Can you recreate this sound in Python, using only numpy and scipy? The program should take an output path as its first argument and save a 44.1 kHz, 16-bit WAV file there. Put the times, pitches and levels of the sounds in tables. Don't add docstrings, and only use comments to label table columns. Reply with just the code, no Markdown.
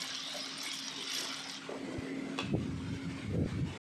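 import sys
import numpy as np
from scipy import signal
from scipy.fft import rfft, irfft
from scipy.io import wavfile
from scipy.ndimage import uniform_filter1d

SR = 44100
rng = np.random.default_rng(int(sys.argv[2]) if len(sys.argv) > 2 else 0)


def transcribe(signal):
    frames = np.atleast_2d(signal).T
    limited = np.clip(frames, -1, 1)
    pcm = np.round(limited * 32767).astype(np.int16)
    wavfile.write(sys.argv[1], SR, pcm)


N = 176400
TIME = np.arange(N) / SR


def packets():
    # time in seconds, rustle level in dB.
    rustle_level = [(0,-45),(.16,-43),(.21,-45),(.3,-47),(.44,-41.5),(.54,-46),(.66,-42.5),(.85,-46),(.98,-45),(1.14,-40),(1.33,-44),(1.44,-46),(1.55,-44.5),(1.7,-80)]
    # time in seconds, level of the fine, bright crackle in dB.
    crackle_level = [(0,-43.5),(.09,-58),(.26,-61.5),(.33,-47.5),(.44,-58.5),(.55,-67.5),(.63,-47.5),(.8,-53.5),(.98,-65),(1.19,-42),(1.3,-60),(1.37,-48),(1.45,-67),(1.52,-48),(1.62,-94)]
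    # frequency in Hz, relative level in dB.
    rub_tone = [(100,-27),(300,-22.5),(700,-16.5),(1100,-3.5),(2150,2.5),(2500,2.5),(3000,9.5),(3750,10.5),(4250,5),(5800,7),(6400,-20),(8500,-9.5),(12000,-64.5)]
    crackle_tone = [(200,-29.5),(1500,-17),(5500,6),(8800,8.5),(9800,0),(11700,2)]
    crease_tone = [(200,-22),(900,-5.5),(3500,10.5),(5700,16.5),(7000,3.5),(12000,-29)]
    # time in seconds, pitch in Hz, level in dB.
    scrape_path = [(0,2973,-57),(.16,3110,-47.5),(.3,3865,-44),(.56,4000,-66),(1.15,3304,-55.5),(1.65,3330,-75.5)]
    # start in seconds, relative level in dB.
    creases = [(0.018,-25),(0.102,-29.5),(.148,-27.5),(.367,-31),(.614,-31),(.637,-34.5),(0.665,-36),(0.716,-28),(.788,-28.5),(0.881,-26.5),(1.116,-26),(1.149,-26),(1.170,-30.5),(1.182,-23),(1.208,-26),(1.251,-31),(1.286,-29.5),(1.342,-30.5),(1.496,-30)]
    rub = colour(grains(per_s=5000, spread_db=5.5), rub_tone)
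    rub = patchy(rub, depth_db=4.8, frames=5, bins=3, size=1024)
    crinkle = amp(-7) * colour(crinkles(per_s=220, spread_db=4), crease_tone)
    rustle = (rub + crinkle) * amp(curve(rustle_level))
    scrape = fuzzy(curve(scrape_path), width_hz=470) * amp(curve(scrape_path, column=2))
    crackle = colour(crinkles(per_s=500, spread_db=4.5), crackle_tone)
    crackle = patchy(crackle, depth_db=5, frames=6, bins=6, size=512)
    crackle *= amp(curve(crackle_level) + 2.5 * drift(36))
    snaps = np.zeros(N)
    for start, db in creases:
        add(snaps, start, amp(db - 6.5) * burst(t60=0.038, rise_s=0.00026))
    sliding = (rustle + scrape + crackle) * (TIME < rustle_level[-1][0])
    return room(sliding + colour(snaps, crease_tone), wet_db=-18.5)


def feeder():
    # time in seconds, clatter level in dB.
    clatter_level = [(0,-48.5),(.12,-50.5),(.24,-52.5),(.54,-53.5),(.66,-48),(.78,-72),(.88,-54),(1.02,-59.5),(1.3,-46.5),(1.62,-68.5)]
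    # frequency in Hz, relative level in dB.
    roller_tone = [(400,-16),(650,8),(800,-0.5),(1050,5.5),(1750,1.5),(2200,5),(3500,-29.5)]
    clatter = colour(grains(per_s=300, spread_db=-1.5), roller_tone)
    clatter = patchy(clatter, depth_db=4.8, frames=8, bins=4, size=1024) * amp(curve(clatter_level))
    swell = np.exp(-((TIME - 1) / 0.1) ** 2)
    drone = fuzzy(385.5, width_hz=170) * amp(-54.5) * swell
    return clatter * (TIME < clatter_level[-1][0]) + drone


def box():
    # start in seconds, level in dB, 60 dB decay time in seconds.
    landings = [(1.687,-41,0.34),(1.715,-37,0.18)]
    # frequency in Hz, relative level in dB.
    box_tone = [(80,-45),(420,14),(680,6),(900,-1.5),(1300,-2),(3000,-41),(9000,-61)]
    # start in seconds, level in dB, pitch in Hz, 60 dB decay time in seconds.
    tap_hits = [(.343,-44,654,0.31),(0.662,-35,2256,0.064)]
    blows, taps = np.zeros(N), np.zeros(N)
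    for start, db, t60 in landings:
        add(blows, start, amp(db) * burst(t60, rise_s=0.0013))
    attack = np.minimum(TIME / 0.00063, 1)
    for start, db, hz, t60 in tap_hits:
        add(taps, start, amp(db) * fuzzy(hz, width_hz=150) * attack * decay(TIME, t60))
    return room(colour(blows, box_tone) + taps, wet_db=-3)


def knock():
    # start in seconds, level in dB, 60 dB decay time in seconds.
    hits = [(2.3792,-32.5,.018),(2.3874,-22,0.016),(2.400,-34,0.066)]
    # frequency in Hz, relative level in dB.
    clack_tone = [(100,-30),(350,16.5),(750,3.5),(1050,3.5),(1500,2.5),(1950,-6),(2700,4.5),(3700,2.5),(5000,-8),(7500,-12),(12000,-26.5)]
    # pitch in Hz, relative level in dB, 60 dB decay time in seconds.
    modes = [(1464,-27,0.2),(2586,-19,0.63),(3400,-16,0.2)]
    clack, ring, t = np.zeros(N), np.zeros(N), TIME[:SR // 2]
    for start, db, t60 in hits:
        add(clack, start, amp(db) * burst(t60, rise_s=0.00025))
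        for hz, mode_db, ring_s in modes:
            mode = fuzzy(hz, width_hz=70)[:len(t)] * decay(t, ring_s)
            add(ring, start, amp(db + mode_db) / np.sqrt(2) * mode)
    return room(colour(clack, clack_tone), wet_db=-5) + ring


def air():
    # time in seconds, gust strength in dB.
    gusts = [(2.38,-80),(2.43,-34.5),(2.5,-38.5),(2.54,-20),(2.59,-28.5),(2.76,-35),(2.86,-41),(2.94,-30),(3.01,-49),(3.08,-36),(3.2,-49),(3.25,-37),(3.36,-23),(3.43,-21),(3.49,-41),(3.54,-31.5),(3.63,-28.5),(3.77,-49.5)]
    # frequency in Hz, relative level in dB.
    buffet_tone = [(38,-36.5),(65,-9),(95,1.5),(150,-0.5),(220,-3.5),(330,-12),(500,-25),(800,-52),(2000,-60)]
    eddy_tone = [(40,-33.5),(150,4.5),(300,10.5),(540,1),(750,-13.5),(1000,-31),(2500,-52)]
    # centre in seconds, peak in dB, pitch in Hz, half-width in seconds.
    puff_hits = [(1.989,-28,106,0.0058),(2.552,-10.5,390,0.00096),(3.075,-30.5,168.3,0.022),(3.461,-18.5,230,0.00098),(3.634,-20,149,0.0098)]
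    strength_db = curve(gusts)
    buffet = unit(colour(rng.standard_normal(N), buffet_tone)) * amp(strength_db - 2)
    eddy_db = -33.5 + 2.33 * (strength_db + 24.5)
    eddies = unit(colour(grains(per_s=400, spread_db=0), eddy_tone)) * amp(eddy_db)
    puffs = np.zeros(N)
    for centre, db, hz, width in puff_hits:
        t = TIME - centre
        puffs += amp(db) * np.exp(-(t / width) ** 2) * np.cos(2 * np.pi * hz * t)
    return (buffet + eddies) * (TIME > gusts[0][0]) + puffs


def motor():
    # pitch in Hz, relative level in dB.
    partials = [(269.4,-4),(163.3,-18)]
    # time in seconds, hum level in dB.
    hum_level = [(0,-57),(.45,-52),(1.5,-51.5),(1.85,-40),(2.3,-37.5),(3.15,-41.5),(3.35,-66.5),(3.78,-55.5)]
    # time in seconds, pitch in Hz, level in dB.
    whistle_path = [(1.8,1981,-64),(2.13,2030,-52.5),(2.6,2130,-69),(3.1,2147,-57.5),(3.27,2177,-51),(3.4,2090,-74)]
    hum = np.zeros(N)
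    for hz, db in partials:
        wavering_hz = hz + 1.9 * drift(4.1)
        hum += amp(db) * np.sin(2 * np.pi * np.cumsum(wavering_hz) / SR)
    flutter = fuzzy(partials[0][0], width_hz=24) * amp(-60)
    whistle = fuzzy(curve(whistle_path), width_hz=130) * amp(curve(whistle_path, column=2))
    return np.sqrt(2) * hum * amp(curve(hum_level)) + flutter + whistle


def workshop():
    # frequency in Hz, relative level in dB.
    hiss_tone = [(30,-23.5),(90,-4.5),(170,9),(300,8.5),(480,1),(1400,4.5),(1750,1.5),(2100,4),(4300,-3.5),(6500,-9.5),(8700,-11),(9400,-20.5),(12000,-27)]
    rumble_tone = [(30,-29.5),(75,-21),(220,2),(380,-1.5),(680,-11.5),(800,-20.5),(5000,-50.5)]
    # time in seconds, level in dB.
    hiss_level = [(0,-52),(1.4,-49),(1.7,-49.5),(3,-49.5),(3.76,-48)]
    rumble_level = [(0,-84),(1.6,-62.5),(1.8,-45),(1.94,-40.5),(2.08,-45.5),(2.22,-39.5),(2.6,-56.5),(3.78,-52)]
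    hiss = patchy(colour(rng.standard_normal(N), hiss_tone), depth_db=3.2, frames=7, bins=3, size=1024)
    rumble = colour(rng.standard_normal(N), rumble_tone)
    rumble = patchy(rumble, depth_db=2, frames=4, bins=2, size=2048)
    return hiss * amp(curve(hiss_level) + drift(28)) + rumble * amp(curve(rumble_level))


def room(x, wet_db, size=256):
    # frequency in Hz, 60 dB decay time in seconds.
    reverb_times = [(500,0.057),(3000,0.42),(12000,0.073)]
    reflections = rng.standard_normal(SR // 2) * np.minimum(TIME[:SR // 2] / 0.002, 1)
    hz, t, spectra = signal.stft(reflections, SR, nperseg=size)
    tail = signal.istft(spectra * decay(t, read(reverb_times, hz)[:, None]), SR, nperseg=size)[1]
    return x + amp(wet_db) * signal.fftconvolve(x, tail / np.linalg.norm(tail))[:N]


def grains(per_s, spread_db):
    sizes = amp(spread_db * np.minimum(rng.exponential(1, N), 2.68)) * rng.choice([-1, 1], N)
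    return unit(sizes * (rng.random(N) < per_s / SR))


def crinkles(per_s, spread_db, decay_s=0.002):
    power = signal.oaconvolve(grains(per_s, spread_db) ** 2, np.exp(-TIME[:SR // 20] / decay_s))[:N]
    return unit(np.sqrt(abs(power)) * rng.standard_normal(N))


def burst(t60, rise_s):
    t = TIME[:SR // 2]
    return rng.standard_normal(len(t)) * (1 - np.exp(-t / rise_s)) * decay(t, t60)


def fuzzy(hz, width_hz):
    phase = 2 * np.pi * np.cumsum(hz * np.ones(N)) / SR
    return unit(drift(width_hz) * np.cos(phase) + drift(width_hz) * np.sin(phase))


def drift(hz):
    f = np.fft.rfftfreq(N, 1 / SR)
    return unit(irfft(rfft(rng.standard_normal(N)) * (f > 1) / (1 + (f / hz) ** 2) ** 2, N))


def patchy(x, depth_db, frames, bins, size):
    spectra = signal.stft(x, nperseg=size)[2]
    patches = uniform_filter1d(rng.standard_normal(spectra.shape), frames, axis=1)
    patches = unit(uniform_filter1d(patches, bins, axis=0))
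    return unit(signal.istft(spectra * amp(depth_db * patches), nperseg=size)[1][:N])


def colour(x, tone, size=4096):
    log_gain = np.log(amp(read(tone, abs(np.fft.fftfreq(size, 1 / SR)))))
    impulse = np.fft.ifft(np.exp(np.conj(signal.hilbert(log_gain)))).real[:size // 2]
    return signal.oaconvolve(x, impulse / np.linalg.norm(impulse))[:len(x)]


def read(points, hz):
    f, value = np.transpose(points)
    return np.interp(np.log(hz + 1), np.log(f), value)


def curve(rows, column=1):
    rows = np.array(rows)
    return np.interp(TIME, rows[:, 0], rows[:, column])


def decay(t, t60):
    return np.exp(-np.log(1000) * t / t60)


def add(mix, start_s, sound):
    part = mix[max(round(start_s * SR), 0):][:len(sound)]
    part += sound[:len(part)]


def amp(db):
    return 10 ** (np.asarray(db) / 20)


def unit(x):
    return x / np.sqrt(np.mean(x ** 2) + 1e-20)


def scene():
    return (packets() + feeder() + box() + knock() + motor() + workshop() + air())[None]


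def record(dry):
    threshold_db, duck_share, smooth_s = -39, 0.52, 0.023
    stop_s, cutoff_hz = 3.778, 12200
    bass = signal.sosfilt(signal.butter(2, 250, fs=SR, output="sos"), dry[0])
    bass_power = abs(uniform_filter1d(uniform_filter1d(bass ** 2, int(smooth_s * SR)), SR // 100))
    duck = (1 + bass_power / amp(threshold_db) ** 2) ** (-duck_share / 2)
    gate = np.clip((stop_s - TIME) / 0.004, 0, 1)
    lowpass = signal.firwin(511, cutoff_hz, window=("kaiser", 9), fs=SR)
    return signal.oaconvolve(dry * duck * gate, lowpass[None], "same")


dry = scene()
out = record(dry)
transcribe(out)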